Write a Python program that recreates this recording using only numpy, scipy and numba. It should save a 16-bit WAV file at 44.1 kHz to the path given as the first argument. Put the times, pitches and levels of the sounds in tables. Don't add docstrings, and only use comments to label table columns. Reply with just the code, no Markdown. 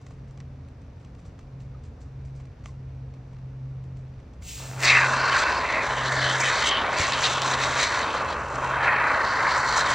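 import sys
import numpy as np
from scipy import signal
from scipy.fft import rfft, irfft, next_fast_len
from scipy.io import wavfile
from scipy.ndimage import uniform_filter1d
from numba import njit

SR = 44100
rng = np.random.default_rng(int(sys.argv[2]) if len(sys.argv) > 2 else 0)


def master(y):
    cut = np.clip(np.atleast_2d(y).T, -1, 1)
    pcm = np.round(cut * 32767)
    wavfile.write(sys.argv[1], SR, pcm.astype(np.int16))


N = 438354


def undb(db):
    return 10 ** (np.asarray(db) / 20)


def level(x, db):
    return x * undb(db) / np.sqrt(np.mean(x ** 2))


def noise():
    return rng.standard_normal(N)


def curves(table):
    s, *columns = np.transpose(table)
    t = np.arange(N) / SR
    is_open = 1. * ((t >= s[0]) & (t <= s[-1] + .01))
    gate = uniform_filter1d(is_open, 400, mode="nearest")
    return [gate] + [np.interp(t, s, c) for c in columns]


@njit
def sweep(x, hz, width, low):
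    y, b, l = np.empty(len(x)), 0., 0.
    for i in range(len(x)):
        g, k = np.tan(np.pi * hz[i] / SR), width / hz[i]
        v = (b + g * (x[i] - l)) / (1 + g * (g + k))
        y[i] = (1 - low) * k * v + low * (l + g * v)
        b, l = 2 * v - b, l + 2 * g * v
    return y


def band(x, hz, width, low=0.):
    return sweep(x + 1e-18, hz * np.ones(N), float(width), low)


def steep(x, hz, width):
    return band(band(x, hz, width), hz, width)


def walk(rate):
    k = int(SR / rate)
    steps = np.repeat(rng.standard_normal(N // k + 1), k)
    return 0.44 * uniform_filter1d(uniform_filter1d(steps, k), k)[:N]


def bursts(rate, spread_db):
    out, at = np.zeros(N), np.flatnonzero(rng.random(N) < rate / SR)
    size, sign = rng.random((2, N // 3))[:, :len(at)]
    size_db = spread_db * np.minimum(-np.log(1 - size), 4)
    out[at] = np.sign(sign - .5) * undb(size_db)
    return out


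def ring(source, modes, flicker_db):
    total = 0
    for hz, width, db in modes:
        total = total + level(steep(source(), hz, width), db) * undb(flicker_db * walk(21))
    return level(total, 0)


def colour(x, points):
    hz, db = np.transpose(points)
    size = next_fast_len(N)
    bins_hz = 1 + np.arange(size // 2 + 1) * SR / size
    gain = undb(np.interp(np.log(bins_hz), np.log(hz), db))
    return irfft(rfft(x, size) * gain, size)[:N]


def puffs(table, t60):
    out, t = np.zeros(N), np.arange(SR // 2) / SR
    for s, db in table:
        i = int(s * SR)
        out[i:i + len(t)] += (undb(db) * 10 ** (-3 * t / t60))[:N - i]
    return out


def swells(table):
    t = np.arange(N) / SR
    return sum(db * np.exp(-((t - s) / length) ** 2) for s, length, db in table)


def town():
    # (frequency [Hz], relative level [dB per Hz])
    spectrum = [(15, -40), (25, -2.5), (134, 1.5), (156, -27.5), (186, -9.5), (251, -14), (356, -21),
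                (458, -16), (574, -21.5), (2460, -38), (2780, -40), (5910, -44), (10000, -134),
                (13000, -103), (22000, -120)]
    hz_at, db_at = np.transpose(spectrum)
    out, swell = 0, walk(0.55)
    for hz in 28 * 2 ** np.arange(0, 8.4, 1 / 3):
        db = np.interp(np.log(hz), np.log(hz_at), db_at) + 10 * np.log10(hz)
        db = db + 0.27 * swell + 0.47 * walk(6.5)
        out = out + undb(db) * level(steep(noise(), hz, hz / 3), 0)
    return level(out, -45.5)


def machine():
    # (time [s], pitch [Hz], level [dB rms])
    turning_points = [(0, 129.4, -49), (.39, 134.3, -43), (.8, 130.8, -53), (1.05, 130.4, -50),
                      (1.3, 132.5, -63), (1.68, 132, -41), (1.98, 132.3, -57), (2.27, 132.3, -38.5),
                      (2.6, 132.4, -58), (2.9, 130.6, -38), (3.26, 129.6, -43.5), (3.7, 130.8, -35.5),
                      (4.3, 129.4, -58), (4.52, 129, -54), (4.95, 130, -33.5), (5.25, 132.4, -39),
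                      (5.45, 129, -55), (5.62, 130, -62), (5.8, 130.2, -53), (6.23, 130, -33.5),
                      (6.6, 130.5, -46), (6.779, 131, -63), (7.04, 129.5, -47), (7.2, 132.2, -41),
                      (7.62, 130.4, -38.5), (7.93, 132, -57), (8.25, 130.8, -46.5), (8.37, 132, -49),
                      (8.68, 131, -39.5), (9.0, 131.6, -45), (9.14, 131.3, -54), (9.42, 132, -48),
                      (9.68, 131, -44), (9.94, 131.5, -44.5)]
    # (frequency [Hz], width [Hz], level [dB rms])
    drones = [(60.8, 0.54, -49.5), (78.55, 1.4, -51), (172.4, 1.8, -58), (230.3, 4.5, -63.5),
              (265.6, 5, -61)]
    s, hz, db = np.transpose(turning_points)
    t, turns = np.arange(N) / SR, np.arange(len(turning_points))
    at = np.interp(t, s, turns)
    eased = at // 1 + (1 - np.cos(np.pi * (at % 1))) / 2
    power = np.interp(eased, turns, undb(2 * db))
    phase = 2 * np.pi * np.cumsum(np.interp(t, s, hz)) / SR
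    hum = np.sqrt(2 * power) * undb(0.65 * walk(9)) * np.sin(phase)
    return hum + sum(level(band(noise(), f, width), d) for f, width, d in drones)


def fingers():
    # (time [s], strength [dB], extra ring of the dull modes [dB], strength of the slide that follows [dB])
    tick_table = [(0.0144, -49, 2, -64), (0.0657, -39, -3, -60), (0.108, -46.5, 2, -61),
                  (0.2793, -55, -9, -70), (0.3092, -47.5, -15, -80), (0.375, -46, -2, -75),
                  (0.403, -35, -10, -76), (0.6854, -49, -3, -78), (0.8175, -51, -5, -80),
                  (1.0, -56, -5, -64), (1.048, -45, 1, -74), (1.15, -49, -4, -80), (1.189, -53, 11, -62),
                  (1.254, -49, 5, -57), (1.3913, -43, -2, -63), (1.603, -48, -8, -59),
                  (1.8387, -51, -8, -56), (2.0077, -57, -7, -55), (2.2495, -56, -4, -60),
                  (2.3548, -60, -5, -57), (2.4, -47.5, 6, -68), (2.4548, -48, -3, -76),
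                  (2.6396, -50, 0, -59), (2.6584, -31.5, -7.5, -55), (2.672, -49, -3, -68),
                  (2.692, -53, 1, -72), (3.1394, -48, -2, -76), (3.3333, -50, -1, -79),
                  (3.8392, -50, -5, -75), (3.97, -49, 0, -62), (4.2, -50, 4, -82), (4.336, -47.5, -3, -72),
                  (4.423, -38, -17, -80)]
    # (pitch [Hz], level [dB], time to fall 60 dB [s])
    trigger = [(1080, -2, 0.023), (2150, -5, 0.013), (3120, 0, 0.006), (6040, 6, 0.0033), (706, 1, 0.014),
               (4530, 6, .003)]
    bright_db, tick_rise_s = -4, 0.00047
    firm_db, ring_per_db, scuff_per_db = -42, .5, .3
    scuff_t60_s, slide_t60_s, scrape_t60_s = 0.016, 0.18, 0.051
    scuff_n, slide_n = int(.005 * SR), int(0.013 * SR)

    ticks, t = np.zeros(N), np.arange(SR // 10) / SR
    hz, mode_db, t60 = np.transpose(trigger)[:, :, None]
    grips = rng.standard_normal((len(tick_table), 2, len(trigger), 1))
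    for (s, db, dull_db, _), grip in zip(tick_table, grips):
        tilt_db = np.array([[dull_db], [0], [0], [bright_db], [dull_db], [bright_db]])
        share_db = mode_db + tilt_db + 2.3 * grip[0] + ring_per_db * min(db - firm_db, 0)
        tones = np.sin(2 * np.pi * hz * (1 + .04 * grip[1]) * t)
        modes = undb(db + share_db) * tones * 10 ** (-3 * t / t60)
        modes = modes * (1 - np.exp(-t / tick_rise_s))
        ticks[int(s * SR):int(s * SR) + len(t)] += modes.sum(axis=0)

    rows = np.array(tick_table)
    times, tick_db = rows[:, 0], rows[:, 1]
    soft = np.c_[times, tick_db - (1 - scuff_per_db) * np.maximum(tick_db - firm_db, 0)]
    scuff = uniform_filter1d(puffs(soft, scuff_t60_s), scuff_n)
    scuff = scuff * level(band(bursts(12000, 2.2), 2500, 6000), -5.5)
    bright = uniform_filter1d(puffs(rows[:, ::3], slide_t60_s), slide_n) + undb(-82 + 4.0 * walk(12))
    dull = uniform_filter1d(puffs(rows[:, :2], scrape_t60_s), slide_n) * undb(-17.5)
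    dull = dull + undb(-70.5 + 4.0 * walk(11))
    slide = [level(steep(bursts(3600, 3.6), 5200, 9000), -3.8) * bright for _ in range(2)]
    scrape = level(steep(bursts(2300, 5.8), 2300, 3000), -2.2) * dull
    direct = ticks + scuff + scrape + slide[0]
    back = undb(-7) * np.diff(ticks + scuff, prepend=0) + undb(-7.5) * slide[1]
    return np.array([direct, back])


def pings():
    # (time [s], strength before the softened start [dB], pitch [Hz], time to fall 60 dB [s])
    ping_table = [(0.403, -43, 2250, .013), (1.7462, -46, 1250, 0.051), (2.6598, -41, 2100, .01),
                  (2.6835, -48, 1061, 0.056), (2.692, -51, 2060, 0.026)]
    rise_s = 0.0014
    out, t = np.zeros(N), np.arange(SR // 10) / SR
    for s, db, hz, t60 in ping_table:
        fade = 10 ** (-3 * t / t60) * (1 - np.exp(-t / rise_s))
        out[int(s * SR):int(s * SR) + len(t)] += undb(db) * np.sin(2 * np.pi * hz * t) * fade
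    return out


def leak():
    # (time [s], hiss [dB], gurgle before its flutter [dB])
    leak_table = [(4.4, -84, -70), (4.425, -49, -70), (4.49, -35, -87), (4.606, -37, -46),
                  (4.782, -43.5, -45), (4.84, -28, -33.5), (4.86, -37, -34)]
    # (frequency [Hz], width of each filter pass [Hz], relative level [dB])
    hiss_modes = [(2810, 840, -0.5), (4400, 6200, 5.5), (7640, 4900, 5), (11190, 3700, 8),
                  (14200, 3000, 8.5)]
    gate, hiss_db, gurgle_db = curves(leak_table)
    hiss = ring(noise, hiss_modes, .6) * undb(hiss_db)
    gurgle = level(steep(bursts(1500, 3.6), 730, 1600), 0) * undb(gurgle_db + 1.2 * walk(85))
    back = level(steep(noise(), 9430, 12000), -0.9) * undb(hiss_db)
    return np.array([hiss + gurgle, back]) * gate


def pockets(source, hz, spread, width, count):
    total = 0
    for _ in range(count):
        pocket = steep(source(), hz * np.exp(spread * walk(7)), width)
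        total = total + pocket * undb(10. * walk(18))
    return level(total, 0)


def shut(x, hz):
    for width in (3200, 2490, 1530):
        x = band(x, hz, width, low=0.97)
    return x - .45 * band(x, 1.1 * hz, 600)


def froth():
    # (time [s], flow level [dB],
    # gap pitch [Hz], gap over flow [dB], open-tip pitch [Hz], tip over flow [dB], spit over flow [dB])
    flow_table = [(4.78, -45, 1820, -6, 4110, -26, -19), (4.85, -30, 1900, 7, 4300, 10.5, 3.5),
                  (4.9, -24.5, 2210, 5.5, 3850, 5, -9), (4.98, -24.5, 1690, 8, 3920, -5, -9),
                  (5.1, -25.5, 1484, -6.5, 4060, -12.5, -12), (5.22, -27.5, 1490, -5, 4500, -6.5, -19.5),
                  (5.37, -27, 1510, 0.5, 4020, -4, -12.5), (5.58, -28.5, 1560, -7.5, 4340, -10, -22),
                  (5.66, -30.5, 2030, -3, 3650, -7, -14.5), (5.79, -28, 2000, -2, 3900, -10, -18),
                  (5.86, -29, 1630, -1.5, 3660, -10, -16), (6.05, -29.5, 1730, 1.5, 3780, -3.5, -11.5),
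                  (6.22, -28.5, 1640, 4.5, 4000, -3.5, -12), (6.45, -28.5, 1720, 1, 3530, -4, -6),
                  (6.63, -27.5, 1720, -2, 4070, -5, -12), (6.76, -27, 1810, -2.5, 3570, -3.5, -29),
                  (6.84, -26.5, 1620, -6, 3500, -13, -25), (6.96, -29, 1890, -4, 4180, -7.5, -15.5),
                  (7.01, -29.5, 1880, -0.5, 3950, 0, 0), (7.14, -29, 1540, -2.5, 3900, -1, -9),
                  (7.25, -28.5, 1390, -1, 3720, -3.5, -4.5), (7.34, -29, 1360, -6, 3400, -0.5, -11),
                  (7.5, -26, 1630, -6.5, 3650, -9.5, -13), (7.72, -28, 1450, -1.5, 3720, -6, -8.5),
                  (7.82, -28, 1970, 0, 3900, 0.5, -4.5), (7.95, -28, 1470, 2, 3960, -6, -10),
                  (8.05, -27.5, 1640, -14, 3750, -12, -20.5), (8.5, -32, 1370, -8, 4200, -23.5, -22),
                  (8.63, -28, 1370, -11, 3630, -19, -20.5), (8.88, -23.5, 1770, -3.5, 3880, -19.5, -32.5),
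                  (9.05, -24, 1520, -3, 3890, -21, -31), (9.17, -23.5, 1470, -0.5, 4160, -17, -26),
                  (9.31, -26.5, 1550, 0.5, 4340, -6.5, -21), (9.47, -25, 1625, 1.5, 4160, -18, -20.5),
                  (9.7, -25, 1450, -1.5, 4270, -9.5, -16), (9.94, -25, 1840, -0.5, 3750, -6, -14)]
    # (time [s], length [s], change of the tip's ring [dB], change of the spit [dB])
    clearings = np.array([(5.135, 0.036, 2, 3), (5.396, 0.027, 3, 10), (5.962, 0.032, -3, 1),
                          (6.127, 0.028, -4, 3), (6.306, 0.035, 0, 1.5), (6.41, 0.018, -7, 4.5),
                          (6.679, 0.03, 7, 18.5), (7.25, 0.02, 11, -0.5), (7.051, 0.015, 2.5, -4.5),
                          (7.136, .02, 4.5, -1), (7.428, 0.012, 6, 5), (7.538, 0.01, 8, 1),
                          (7.63, 0.02, 6, 5), (8.191, 0.023, 9, -1), (8.32, 0.039, 8, -2),
                          (8.845, 0.02, 5, 3), (8.963, 0.031, 3.5, -7), (9.512, 0.047, 10.5, 2),
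                          (9.592, 0.047, 2, 4.5), (9.68, 0.031, 3.5, 5), (9.784, 0.028, -0.5, 7),
                          (9.91, 0.018, -2, 4.5)])
    # (time [s], length [s], change [dB])
    mouth_changes = [(5.33, 0.023, 12.5), (5.98, 0.075, 9.5), (6.29, 0.074, 12), (6.46, 0.052, 7.5),
                     (6.66, 0.04, 10), (6.75, 0.089, 16.5), (7.16, 0.09, 11), (7.41, 0.049, 4),
                     (8.103, 0.13, 1), (9.55, 0.3, -3.5)]
    # (time [s], straw ring before drift [Hz], straw ring [dB], gap core [dB])
    ring_table = [(4.78, 1090, -8, -13.5), (5.0, 1090, -4.5, -6), (5.12, 1040, -4, 3.5),
                  (5.33, 1074, 1, 1.5), (5.5, 985, 1, -1.5), (5.62, 1014, 0.5, -3), (5.75, 1065, -4.5, -1),
                  (5.9, 984, -5, -7.5), (6.1, 1055, -2.5, 0), (6.3, 1080, -14, -7.5), (6.42, 966, -6, -10),
                  (6.65, 1100, -8, -15), (6.95, 1010, -6.5, -13), (7.1, 1094, -3.5, -13),
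                  (7.5, 1065, -6, -14.5), (7.83, 1110, -9, -8), (8.07, 1000, -7, -11), (8.45, 1100, -6, -6),
                  (8.8, 975, -7, -6.5), (9.05, 1105, -5, -9), (9.4, 1030, -5.5, -19),
                  (9.94, 1014, -4.5, -7)]
    # (time [s], edge above which little passes [Hz], low gurgle [dB])
    edge_table = [(4.78, 2978, 3), (5.0, 2840, -3.5), (5.1, 2930, 0.5), (5.35, 2970, 0), (5.6, 2860, 3.5),
                  (5.8, 2870, 4), (5.84, 2439, 2.5), (6.18, 2260, 3), (6.36, 2260, 2), (6.44, 2830, 1),
                  (6.6, 2610, 0), (6.9, 2550, 2), (7.02, 3100, 2.5), (7.27, 3130, -0.5), (7.35, 2500, 0.5),
                  (7.6, 2790, 0), (7.75, 2580, 0.5), (7.86, 2630, 0.5), (7.94, 2360, 0), (8.03, 3040, 1.5),
                  (8.3, 2740, 2.5), (8.58, 2330, 2), (8.68, 2730, -1), (8.75, 2340, -0.5),
                  (8.85, 2790, -2.5), (9.08, 2600, -3), (9.18, 2260, -1.5), (9.75, 2370, -4),
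                  (9.94, 2480, -1.5)]
    # (time [s], level over flow [dB])
    slot_table = [(4.78, -13), (4.95, -10), (5.1, -15), (5.35, -14), (5.75, -13.5), (5.9, -23), (6.3, -23),
                  (6.5, -17), (6.9, -19), (7.1, -12), (7.6, -18), (8.05, -17), (8.2, -16), (8.5, -20),
                  (8.72, -16), (8.9, -17.5), (9.15, -22), (9.4, -20.5), (9.7, -24), (9.94, -20)]
    # (frequency [Hz], width of each filter pass [Hz], relative level [dB])
    straw_modes = [(946, 380, -3), (1155, 750, -2), (1470, 160, -11)]
    spit_modes = [(6070, 3500, 20), (7880, 530, 5), (10680, 1500, 11.5), (15550, 3000, -7.5)]
    gurgle_modes = [(277, 264, 0), (441, 185, 0.021)]

    gate, flow_db, gap_hz, gap_db, tip_hz, tip_db, spit_db = curves(flow_table)
    _, ring_hz, ring_db, core_db = curves(ring_table)
    _, edge_hz, low_db = curves(edge_table)
    _, slot_db = curves(slot_table)
    clear_db, spray_db = swells(clearings[:, :3]), swells(clearings[:, [0, 1, 3]])

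    sputter_db = 1.5 * walk(14)
    tip_db = tip_db + clear_db + sputter_db + 1.5 * walk(20)
    mouth_db = -11.5 + 0.42 * tip_db + swells(mouth_changes) + 3.5 * walk(24)
    spit_db = spit_db + spray_db + sputter_db + 1.5 * walk(20)
    gap_hz = gap_hz * np.exp(.04 * walk(12))
    gap_db = gap_db + 1.5 * walk(22) + 0.085 * clear_db
    flow_db = flow_db + .8 * walk(25)
    slugs, spurts = walk(220), walk(30)

    def cells():
        return bursts(5000, 2.5) * undb(2.8 * slugs + .7 * spurts)

    def fine():
        return bursts(9000, 5.5) * undb(4.0 * slugs + 4.1 * spurts)

    straw = ring(cells, straw_modes, 0.16)
    straw = straw + level(steep(cells(), ring_hz * np.exp(.05 * walk(10)), 190), 0) * undb(ring_db)
    straw = straw + level(steep(cells(), 605, 280), -6) * undb(low_db)
    gap = level(steep(steep(cells(), gap_hz, 2100), gap_hz, 2100), -2.5)
    gap = gap + level(steep(cells(), gap_hz, 280), 0) * undb(core_db)
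    gap = gap + undb(-8.0) * pockets(cells, 1.15 * gap_hz, 0.513, 140, count=3)
    gap = gap + level(steep(cells(), .92 * edge_hz, 240), -14)
    slop_db = -4 + 2.4 * walk(70)
    body = shut(straw + gap * undb(gap_db), edge_hz) * undb(slop_db)
    body = body + ring(cells, gurgle_modes, .3) * undb(-15 + low_db)

    mouth = level(steep(fine(), 3040 * np.exp(.04 * walk(9)), 380), 0)
    tip = level(steep(fine(), tip_hz, 1900), -2.0) + level(steep(fine(), tip_hz, 600), -10)
    tip = tip + undb(-7) * pockets(fine, tip_hz, .3, 450, count=3)
    spit = ring(fine, spit_modes, 1.2)
    gas = level(steep(noise(), 11800, 12000), -27.0)
    slot = level(steep(cells(), 2644, 330), 0) * undb(slot_db + 2.0 * walk(20))
    direct = body + slot + mouth * undb(mouth_db) + tip * undb(tip_db) + spit * undb(spit_db) + gas
    back = level(band(fine(), 8000, 9000), 2) * undb(.7 * spit_db)
    back = back + level(steep(cells(), 1500, 2400), 6)
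    return np.array([direct, back]) * undb(flow_db) * gate


def pops():
    # (time [s], strength before filtering [dB])
    pop_table = [(4.805, -18), (4.827, -14), (4.834, -10), (4.8496, -15), (5.2563, -23), (5.321, -18),
                 (5.8654, -24), (6.357, -20), (6.4538, -16.5), (6.9865, -12), (7.122, -13.5), (7.163, -35),
                 (7.239, -13), (7.4194, -14), (7.6363, -14), (7.799, -17), (7.9927, -16.5), (9.651, -25)]
    snap = np.zeros(N)
    for s, db in pop_table:
        snap[int(s * SR)] = undb(db + 1)
    crackle = puffs(pop_table, 0.0077) * level(steep(noise(), 3700, 5000), -5.0)
    return band(snap, 5500, 8000) + crackle


def knock():
    # (time [s], strength [dB])
    knocks = [(6.999, -21)]
    # (pitch [Hz], level over the strength [dB], time to fall 60 dB [s])
    body_modes = [(87, 3, 0.067), (150.6, -11, 0.091)]
    t, out = np.arange(N) / SR, np.zeros(N)
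    for s, db in knocks:
        for hz, mode_db, t60 in body_modes:
            fade = (t > s) * 10 ** (-3 * np.abs(t - s) / t60)
            out += undb(db + mode_db) * np.sin(2 * np.pi * hz * (t - s)) * fade
    return out


def scene():
    # (frequency [Hz], gain [dB])
    mid_tone = [(2200, 1), (2450, 1), (2800, 0.5), (3200, -3), (3700, -1.5), (5200, -1.5), (6000, -0.5),
                (7500, -1), (8500, -5.5), (9800, -13), (10600, -46.5), (13000, -54.5), (14000, -19),
                (16000, -5.5)]
    # (frequency [Hz], gain [dB])
    side_tone = [(40, -37.5), (150, -66.5), (400, -24), (800, -13.5), (1500, -23), (2800, -20), (4500, -31),
                 (6000, -10.5), (7500, -4), (9500, -8.5), (12500, -17.5), (15000, -3)]
    direct, back = froth() + leak() + fingers()
    direct = direct + pings()
    direct = direct - 0.55 * band(direct, 2893, 200)
    mid = colour(direct + pops() + town(), mid_tone) + knock() + machine()
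    shifted = signal.hilbert(direct + undb(-14.0) * mid, next_fast_len(N)).imag[:N]
    lean = -undb(-31.0) * band(mid, 570, 420) + undb(-27.5) * band(mid, 3000, 2640)
    air = level(steep(noise(), 570, 780), -64.0) + level(steep(noise(), 3500, 6000), -77.5)
    air = air + level(band(noise(), 90, 150), -81)
    side = lean + colour(undb(-15.5) * back + shifted, side_tone) + air
    return mid + side * np.array([[1], [-1]])


def record(dry):
    bass_cut = signal.butter(2, 32, "highpass", fs=SR, output="sos")
    top_cut = signal.ellip(10, .2, 80, 15900, fs=SR, output="sos")
    return signal.sosfilt(top_cut, signal.sosfilt(bass_cut, dry))


dry = scene()
out = record(dry)
master(out)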